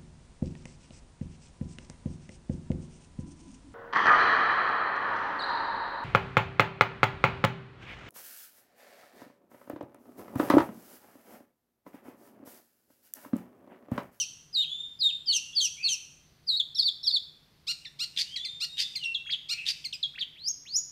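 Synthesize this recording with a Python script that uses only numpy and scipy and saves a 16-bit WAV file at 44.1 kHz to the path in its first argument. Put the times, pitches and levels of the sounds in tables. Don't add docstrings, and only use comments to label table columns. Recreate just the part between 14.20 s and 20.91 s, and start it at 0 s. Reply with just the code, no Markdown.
import sys
import numpy as np
from scipy import signal
from scipy.fft import rfft, irfft, next_fast_len
from scipy.io import wavfile
from scipy.ndimage import uniform_filter1d, map_coordinates

SR = 44100
rng = np.random.default_rng(int(sys.argv[2]) if len(sys.argv) > 2 else 0)


def transcribe(signal):
    frames = np.atleast_2d(signal).T
    limited = np.clip(frames, -1, 1)
    pcm = np.round(limited * 32767).astype(np.int16)
    wavfile.write(sys.argv[1], SR, pcm)


N = 295911
LEAD = SR // 8
SPAN = N + LEAD
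TOP_HZ = 15700


def amp(db):
    return 10 ** (np.asarray(db) / 20)


def unit_rms(x):
    return x / np.sqrt(np.mean(x ** 2) + 1e-20)


def along(points, hz):
    point_hz, values = np.transpose(points)
    return np.interp(np.log(hz + 1), np.log(point_hz + 1), values)


def wobble(rate_hz):
    knots = rng.standard_normal(int(SPAN * rate_hz / SR) + 4)
    return map_coordinates(knots, [np.arange(SPAN) * rate_hz / SR])


def filtered(x, response):
    size = next_fast_len(SPAN + SR // 2)
    return irfft(rfft(x, size) * response(np.fft.rfftfreq(size, 1 / SR)), size)[:len(x)]


def noise(spectrum):
    return unit_rms(filtered(rng.standard_normal(SPAN), lambda hz: amp(along(spectrum, hz))))


def add(track, start_s, x):
    part = track[LEAD + round(start_s * SR):][:len(x)]
    part += x[:len(part)]


def fade(t, rise_s, fall_s):
    return np.clip(t / rise_s, 0, 1) * np.clip((t[-1] - t) / fall_s, 0, 1)


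def tone(hz, partials, jitter):
    out = 0
    for k, db in partials:
        shake = unit_rms(uniform_filter1d(rng.standard_normal(len(hz)), size=30))
        partial_hz = k * hz * (1 + jitter * (k - .5) * shake)
        phase = 2 * np.pi * np.cumsum(partial_hz) / SR + rng.uniform(0, 2 * np.pi)
        out = out + amp(db) * np.sin(phase) * (k * hz < TOP_HZ)
    return np.sqrt(2) * out


def note_curves(rows):
    times, *columns = np.transpose(rows)
    t = np.arange(round((times[-1] - times[0]) * SR)) / SR
    curves = [np.interp(t + times[0], times, column) for column in columns]
    return t, [uniform_filter1d(curve, size=130, mode="nearest") for curve in curves]


# frequency_hz, relative_density_db
TRAFFIC_SPECTRUM = [(15, -25.5), (60, -17), (110, -16.5), (250, -22), (580, -31.5), (2700, -35),
                    (4600, -31.5), (7100, -46.5), (15600, -44)]
ENGINE_SPECTRUM = [(115, -59.5), (135, -10), (165, -10.5), (185, -55)]

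def town():
    traffic = amp(-64.5 + wobble(4.4) / 3) * noise(TRAFFIC_SPECTRUM)
    engine = amp(-69.5 + 0.29 * wobble(0.9)) * noise(ENGINE_SPECTRUM)
    return traffic + engine


# frequency_hz, t60_s
ROOF_DECAY = [(2000, 0.78), (4500, 0.43), (6000, 0.7), (8000, 0.78), (13000, 0.67)]

def roof_echo(x):
    hz, t, bands = signal.stft(rng.standard_normal(SR), SR, nperseg=256)
    decay = amp(-60 * t / along(ROOF_DECAY, hz)[:, None])
    tail = signal.istft(bands * decay, SR, nperseg=256)[1]
    return signal.fftconvolve(np.pad(x, (250, 0)), tail / np.linalg.norm(tail))[:SPAN]


# delay_s, gain_db
REFLECTIONS = [(.0022, -23), (.0043, -13.5), (0.0116, -11), (0.025, -19), (0.033, -20)]

def with_reflections(x):
    return x + sum(amp(db) * np.pad(x, (round(delay_s * SR), 0))[:SPAN] for delay_s, db in REFLECTIONS)


# start_s, length_s, start_hz, end_hz, glide_s, level_db, unsteadiness_ratio
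FAR_NOTES = [(0.354, 0.33, 2675, 3627, 0.27, -43, 0.01), (0.794, 0.18, 3700, 3654, 0.096, -40.5, 0.02),
             (1.047, 0.16, 3364, 2760, 0.14, -41.5, 0.02), (1.322, 0.15, 3470, 3288, 0.062, -43, 0.04),
             (1.565, .13, 2199, 2786, .14, -41.5, 0.04), (4.042, 0.31, 2704, 3613, 0.26, -43.5, 0),
             (4.48, 0.14, 3680, 3750, 0.056, -43.5, 0.01), (4.601, 0.088, 3625, 3562, 0.079, -40, 0.05),
             (4.778, 0.15, 3326, 2710, 0.09, -38.5, 0.01), (5.047, 0.1, 3350, 3280, 0.056, -40, 0.02),
             (5.298, 0.154, 2280, 2671, 0.13, -44.5, .08)]

def far_bird():
    out = np.zeros(SPAN)
    trill_hz, trill_depth = 67.9, .6
    for start_s, length_s, start_hz, end_hz, glide_s, db, unsteady in FAR_NOTES:
        t = np.arange(round(length_s * SR)) / SR
        hz = end_hz + (start_hz - end_hz) * np.clip(1 - t / glide_s, 0, 1) ** 1.7
        hz *= 1 + trill_depth * unsteady * np.sin(2 * np.pi * trill_hz * t)
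        swell = amp(db) * fade(t, 0.38 * length_s, 0.052)
        add(out, start_s, swell * tone(hz, [(1, 2.0), (2, -24.5), (3, -36.5)], jitter=unsteady))
    return out * amp(2.5 * wobble(45) + 1.8 * wobble(200))


# centre_hz, width_hz, gain_db
THROAT_MODES = [(2740, 2500, -14), (5020, 514, 3.5), (8300, 8700, -36.5)]

def throat(x, gape):
    def response(hz):
        f = hz / gape
        modes = sum((-1) ** k * amp(db) * 1j * f * width / (centre ** 2 - f ** 2 + 1j * f * width)
                    for k, (centre, width, db) in enumerate(THROAT_MODES))
        return modes / (1 + (1700 / (hz + 1)) ** 8)
    mean_power = np.mean(np.abs(response(np.linspace(0, SR / 2, num=999))) ** 2)
    return filtered(x, response) / np.sqrt(mean_power)


# start_s, level_db
RASP_NOTES = [(3.963, -29.5), (4.571, -30), (5.455, -30.5)]

def rasps():
    gate, opening = np.zeros((2, SPAN))
    length_s, chop_hz = 0.069, 190
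    t = np.arange(round(length_s * SR)) / SR
    clicks = amp(-2.5) * np.exp(-t / 0.01) + amp(6) * (t > .01) * np.exp(-np.abs(t - .01) / 0.0043)
    body = np.sin(np.pi * np.clip((t - .012) / (length_s - .012), 0, 1) ** 1.06)
    for start_s, db in RASP_NOTES:
        chop = 1.73 + np.sin(np.pi * (chop_hz * t + rng.uniform())) ** 4
        add(gate, start_s, amp(db - 3.5) * (clicks + body * chop))
        add(opening, start_s, np.pi / 2 * np.clip((t - .01) / 0.033, 0, 1))
    air = gate * amp(1.43 * wobble(400)) * rng.standard_normal(SPAN)
    return throat(air * np.cos(opening), gape=0.74) + throat(air * np.sin(opening), gape=0.92)


# frequency_hz, gain_db
BEAK_RESPONSE = [(1400, -31.5), (2800, -10), (3800, -3.5), (4700, -0.5), (5400, -10), (6200, -20),
                 (8500, -19.5), (10000, -35.5), (15000, -28)]

def beak_tone(hz, step_db, jitter):
    partials = [(k, (k - 1) * step_db + along(BEAK_RESPONSE, k * hz)) for k in range(1, 12)]
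    return tone(hz, partials, jitter)


# start_s, length_s, level_db
NASAL_NOTES = [(3.467, 0.059, -31), (3.788, 0.062, -32), (4.399, .058, -32), (5.285, 0.058, -31.5)]

def nasal_calls():
    out, air = np.zeros((2, SPAN))
    for start_s, length_s, db in NASAL_NOTES:
        t = np.arange(round(length_s * SR)) / SR
        progress = t / length_s
        hz = 950 + 480 * np.sin(np.pi * .74 * progress ** 0.91)
        voice = beak_tone(hz, step_db=-0.25, jitter=0.0036 + 0.0049 * progress ** 6)
        add(out, start_s, amp(db + 6.3 * progress) * fade(t, 0.016, 0.017) * voice)
        add(air, start_s, amp(db + 3.5) * (0.031 + 1.12 * progress ** 4) * fade(t, 0.013, 0.0094))
    return out * amp(0.84 * wobble(240)) + throat(air * rng.standard_normal(SPAN), gape=0.91)


# start_s, start_hz, end_hz, level_db, partial_step_db
CHIP_NOTES = [(3.648, 3510, 1757, -24.5, -7), (4.156, 3420, 1902, -22.5, -2),
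              (4.244, 3530, 2048, -24, -1.5), (4.751, 3510, 2054, -25.5, 0),
              (4.835, 4760, 2728, -21.5, -3.5), (4.944, 4600, 3227, -17.5, -17.5),
              (5.641, 3940, 2085, -23.5, -0.5), (5.725, 5030, 2450, -23, -1.5),
              (5.828, 4810, 3258, -15, -17.5)]

def chips():
    out = np.zeros(SPAN)
    t = np.arange(round(0.037 * SR)) / SR
    settle_s, decay_db_per_s = .005, 415
    for start_s, start_hz, end_hz, db, step_db in CHIP_NOTES:
        hz = end_hz + (start_hz - end_hz) * np.exp(-t / settle_s)
        voice = beak_tone(hz, step_db - 48 * (hz / end_hz - 1) ** 2, jitter=.01)
        add(out, start_s, amp(db - decay_db_per_s * t) * fade(t, 0.0082, 0.0056) * voice)
    return out * amp(1.5 * wobble(250))


# time_s, pitch_hz, level_db
PRESSED_CONTOUR = [(0, 5250, -51), (.017, 4720, -30.5), (.03, 4490, -23), (0.045, 4400, -25),
                   (.057, 4000, -28.5), (.068, 3230, -30), (0.092, 3100, -33), (0.11, 2856, -35),
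                   (0.129, 2480, -45)]
# start_s, gain_db, break_s, quaver_hz
PRESSED_NOTES = [(-.087, -1, 0.06, 5), (1.059, 1, 0.077, 5), (1.349, 1.5, .064, 5), (1.628, -1, 0.062, 700)]
# pitch_hz, gain_db
PRESSED_OCTAVE = [(2450, -3), (2920, 9), (3150, -0.5), (3300, -8), (4000, -23.5), (4500, -37.5)]
# frequency_hz, relative_density_db
BREATH_SPECTRUM = [(1500, -28.5), (3000, -25), (6000, 2.5), (10000, -11.5), (15000, -19)]

def pressed_notes():
    out, air = np.zeros((2, SPAN))
    contour_break_s, end_s = .068, PRESSED_CONTOUR[-1][0]
    quaver_period_s, quaver_decay_s, quaver_hz_per_db = .023, .022, 90
    for start_s, gain_db, break_s, quaver_hz in PRESSED_NOTES:
        rows = np.array(PRESSED_CONTOUR)
        rows[:, 0] = np.interp(rows[:, 0], [0, contour_break_s, end_s], [0, break_s, end_s])
        t, (hz, db) = note_curves(rows)
        quaver = quaver_hz * np.exp(-t / quaver_decay_s)
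        hz -= quaver * (2 + np.cos(2 * np.pi * t / quaver_period_s)) / 3
        octave_db = along(PRESSED_OCTAVE, hz)
        partials = [(1, 0.028), (2, octave_db), (3, 0.63 * octave_db - 21.5)]
        swell = amp(db + gain_db + quaver / quaver_hz_per_db) * fade(t, 0.0015, 0.0021)
        add(out, start_s, swell * tone(hz, partials, jitter=0.012))
        add(air, start_s, swell * amp(0.85 * octave_db - 10.5))
    return out * amp(0.61 * wobble(220)) + air * noise(BREATH_SPECTRUM)


# time_s, pitch_hz, level_db
SLUR_MOTIF = [
    [(0, 5000, -51.5), (.014, 4950, -37), (.03, 4150, -25), (.047, 3745, -26.5), (.062, 3755, -21.5),
     (.092, 3640, -28.5), (.108, 3170, -35), (.124, 2390, -47)],
]
HOOK_MOTIF = [
    [(0, 5020, -58), (.017, 4750, -30), (.034, 4170, -22.5), (.054, 3807, -30), (.089, 3805, -29.5),
     (.109, 4450, -29.5), (.129, 3850, -38.5), (.136, 3560, -19), (.151, 3160, -34.5)],
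]
WARBLE_MOTIF = [
    [(0, 5250, -41.5), (.029, 5617, -40), (.052, 4380, -17.5), (.071, 3850, -38.5), (.089, 3540, -24)],
    [(.001, 4990, -47.5), (.011, 3950, -34), (.029, 3600, -40.5), (.049, 3260, -33.5)],
    [(.062, 4687, -34), (.074, 5230, -41), (.095, 4540, -32.5), (.117, 4478, -22.5), (.132, 3750, -27.5),
     (.147, 3327, -20.5)],
]
FLICK_MOTIF = [
    [(0, 1246, -61.5), (.012, 2147, -56), (.024, 2954, -33)],
    [(.034, 1312, -57), (.044, 2095, -36.5), (.053, 4665, -40.5), (.058, 4333, -39), (.062, 4800, -41),
     (.071, 3593, -29), (.084, 3313, -29.5), (.097, 3010, -31.5)],
]
RISE_MOTIF = [
    [(0, 1674, -68), (.019, 2760, -56), (.041, 3940, -53.5), (.08, 4400, -47), (.118, 5107, -31.5),
     (.134, 5860, -29)],
    [(.126, 6000, -35), (.134, 6590, -34), (.142, 6536, -33), (.164, 6370, -37)],
]
GRACE_CONTOUR = [(.414, 4110, -38.5), (.426, 4062, -34), (.44, 3580, -25.5)]
# start_s, gain_db, pitch_ratio, length_ratio
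SLURS_SUNG = [(.328, -0.5, 1.002, .99), (.79, 0.5, .998, 1.01)]
HOOKS_SUNG = [(2.266, 0, 1, 1)]
WARBLES_SUNG = [(2.547, 0.22, 1.002, 1.005), (2.83, -0.42, .998, .995)]
FLICKS_SUNG = [(5.057, 0.66, 1.01, .98), (5.94, -1.5, .99, 1.02)]
RISES_SUNG = [(6.155, 2, .998, 1.014), (6.452, 5.5, 1.045, .89)]
# frequency_hz, gain_db
WHISTLE_COLOUR = [(5500, -42.5), (6500, -31.5), (7500, -27), (9000, -43), (11300, -22.5), (13500, -37),
                  (15500, -44)]

def whistles():
    out, air = np.zeros((2, SPAN))
    song = [(SLUR_MOTIF, SLURS_SUNG, .016), (HOOK_MOTIF, HOOKS_SUNG, .017),
            (WARBLE_MOTIF, WARBLES_SUNG, .018), (FLICK_MOTIF, FLICKS_SUNG, .07),
            (RISE_MOTIF, RISES_SUNG, .02)]
    notes = []
    for motif, repeats, jitter in song:
        for start_s, gain_db, pitch, length in repeats:
            for contour in motif:
                notes.append((np.multiply(contour, [length, pitch, 1]) + [start_s, 0, gain_db], jitter))
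    for rows, jitter in notes + [(GRACE_CONTOUR, .03)]:
        start_s = rows[0][0]
        t, (hz, db) = note_curves(rows)
        swell = amp(db) * fade(t, 0.0012, 0.0035)
        partials = [(1, 0.58), (2, along(WHISTLE_COLOUR, 2 * hz)),
                    (3, along(WHISTLE_COLOUR, 3 * hz) - 14)]
        add(out, start_s, swell * tone(hz, partials, jitter))
        add(air, start_s, swell * amp(-37.5))
    return out * amp(0.61 * wobble(220)) + air * noise(WHISTLE_COLOUR)


def throbbing():
    depth = np.zeros(SPAN)
    from_s, to_s = 0.072, .098
    for start_s, _, _, length in FLICKS_SUNG:
        add(depth, start_s + from_s * length, np.full(round((to_s - from_s) * length * SR), 0.78))
    throb_hz = 230 * (1 + 0.16 * wobble(90))
    return 1 + uniform_filter1d(depth, size=150) * np.cos(2 * np.pi * np.cumsum(throb_hz) / SR)


def scene():
    near = (whistles() + pressed_notes() + chips()) * throbbing() + nasal_calls() + rasps()
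    far = far_bird()
    return (with_reflections(near + far) + roof_echo(amp(-10.5) * near + far) + town())[None, LEAD:]


def record(dry):
    x = dry[0]
    memory_t60_s, haze_above_hz = 0.33, 6200
    memory = rng.standard_normal(SR // 10) * amp(-60 * np.arange(SR // 10) / SR / memory_t60_s)
    recent = signal.fftconvolve(x, memory / np.linalg.norm(memory))[:N]
    products = 0.37 * x * recent + 2.5 * x ** 2 * recent
    haze = filtered(products, lambda hz: 1 / (1 + (haze_above_hz / (hz + 1)) ** 8))
    return filtered(x + haze, lambda hz: (hz < TOP_HZ) / (1 + (hz / 15200) ** 20))[None]


dry = scene()
out = record(dry)
transcribe(out)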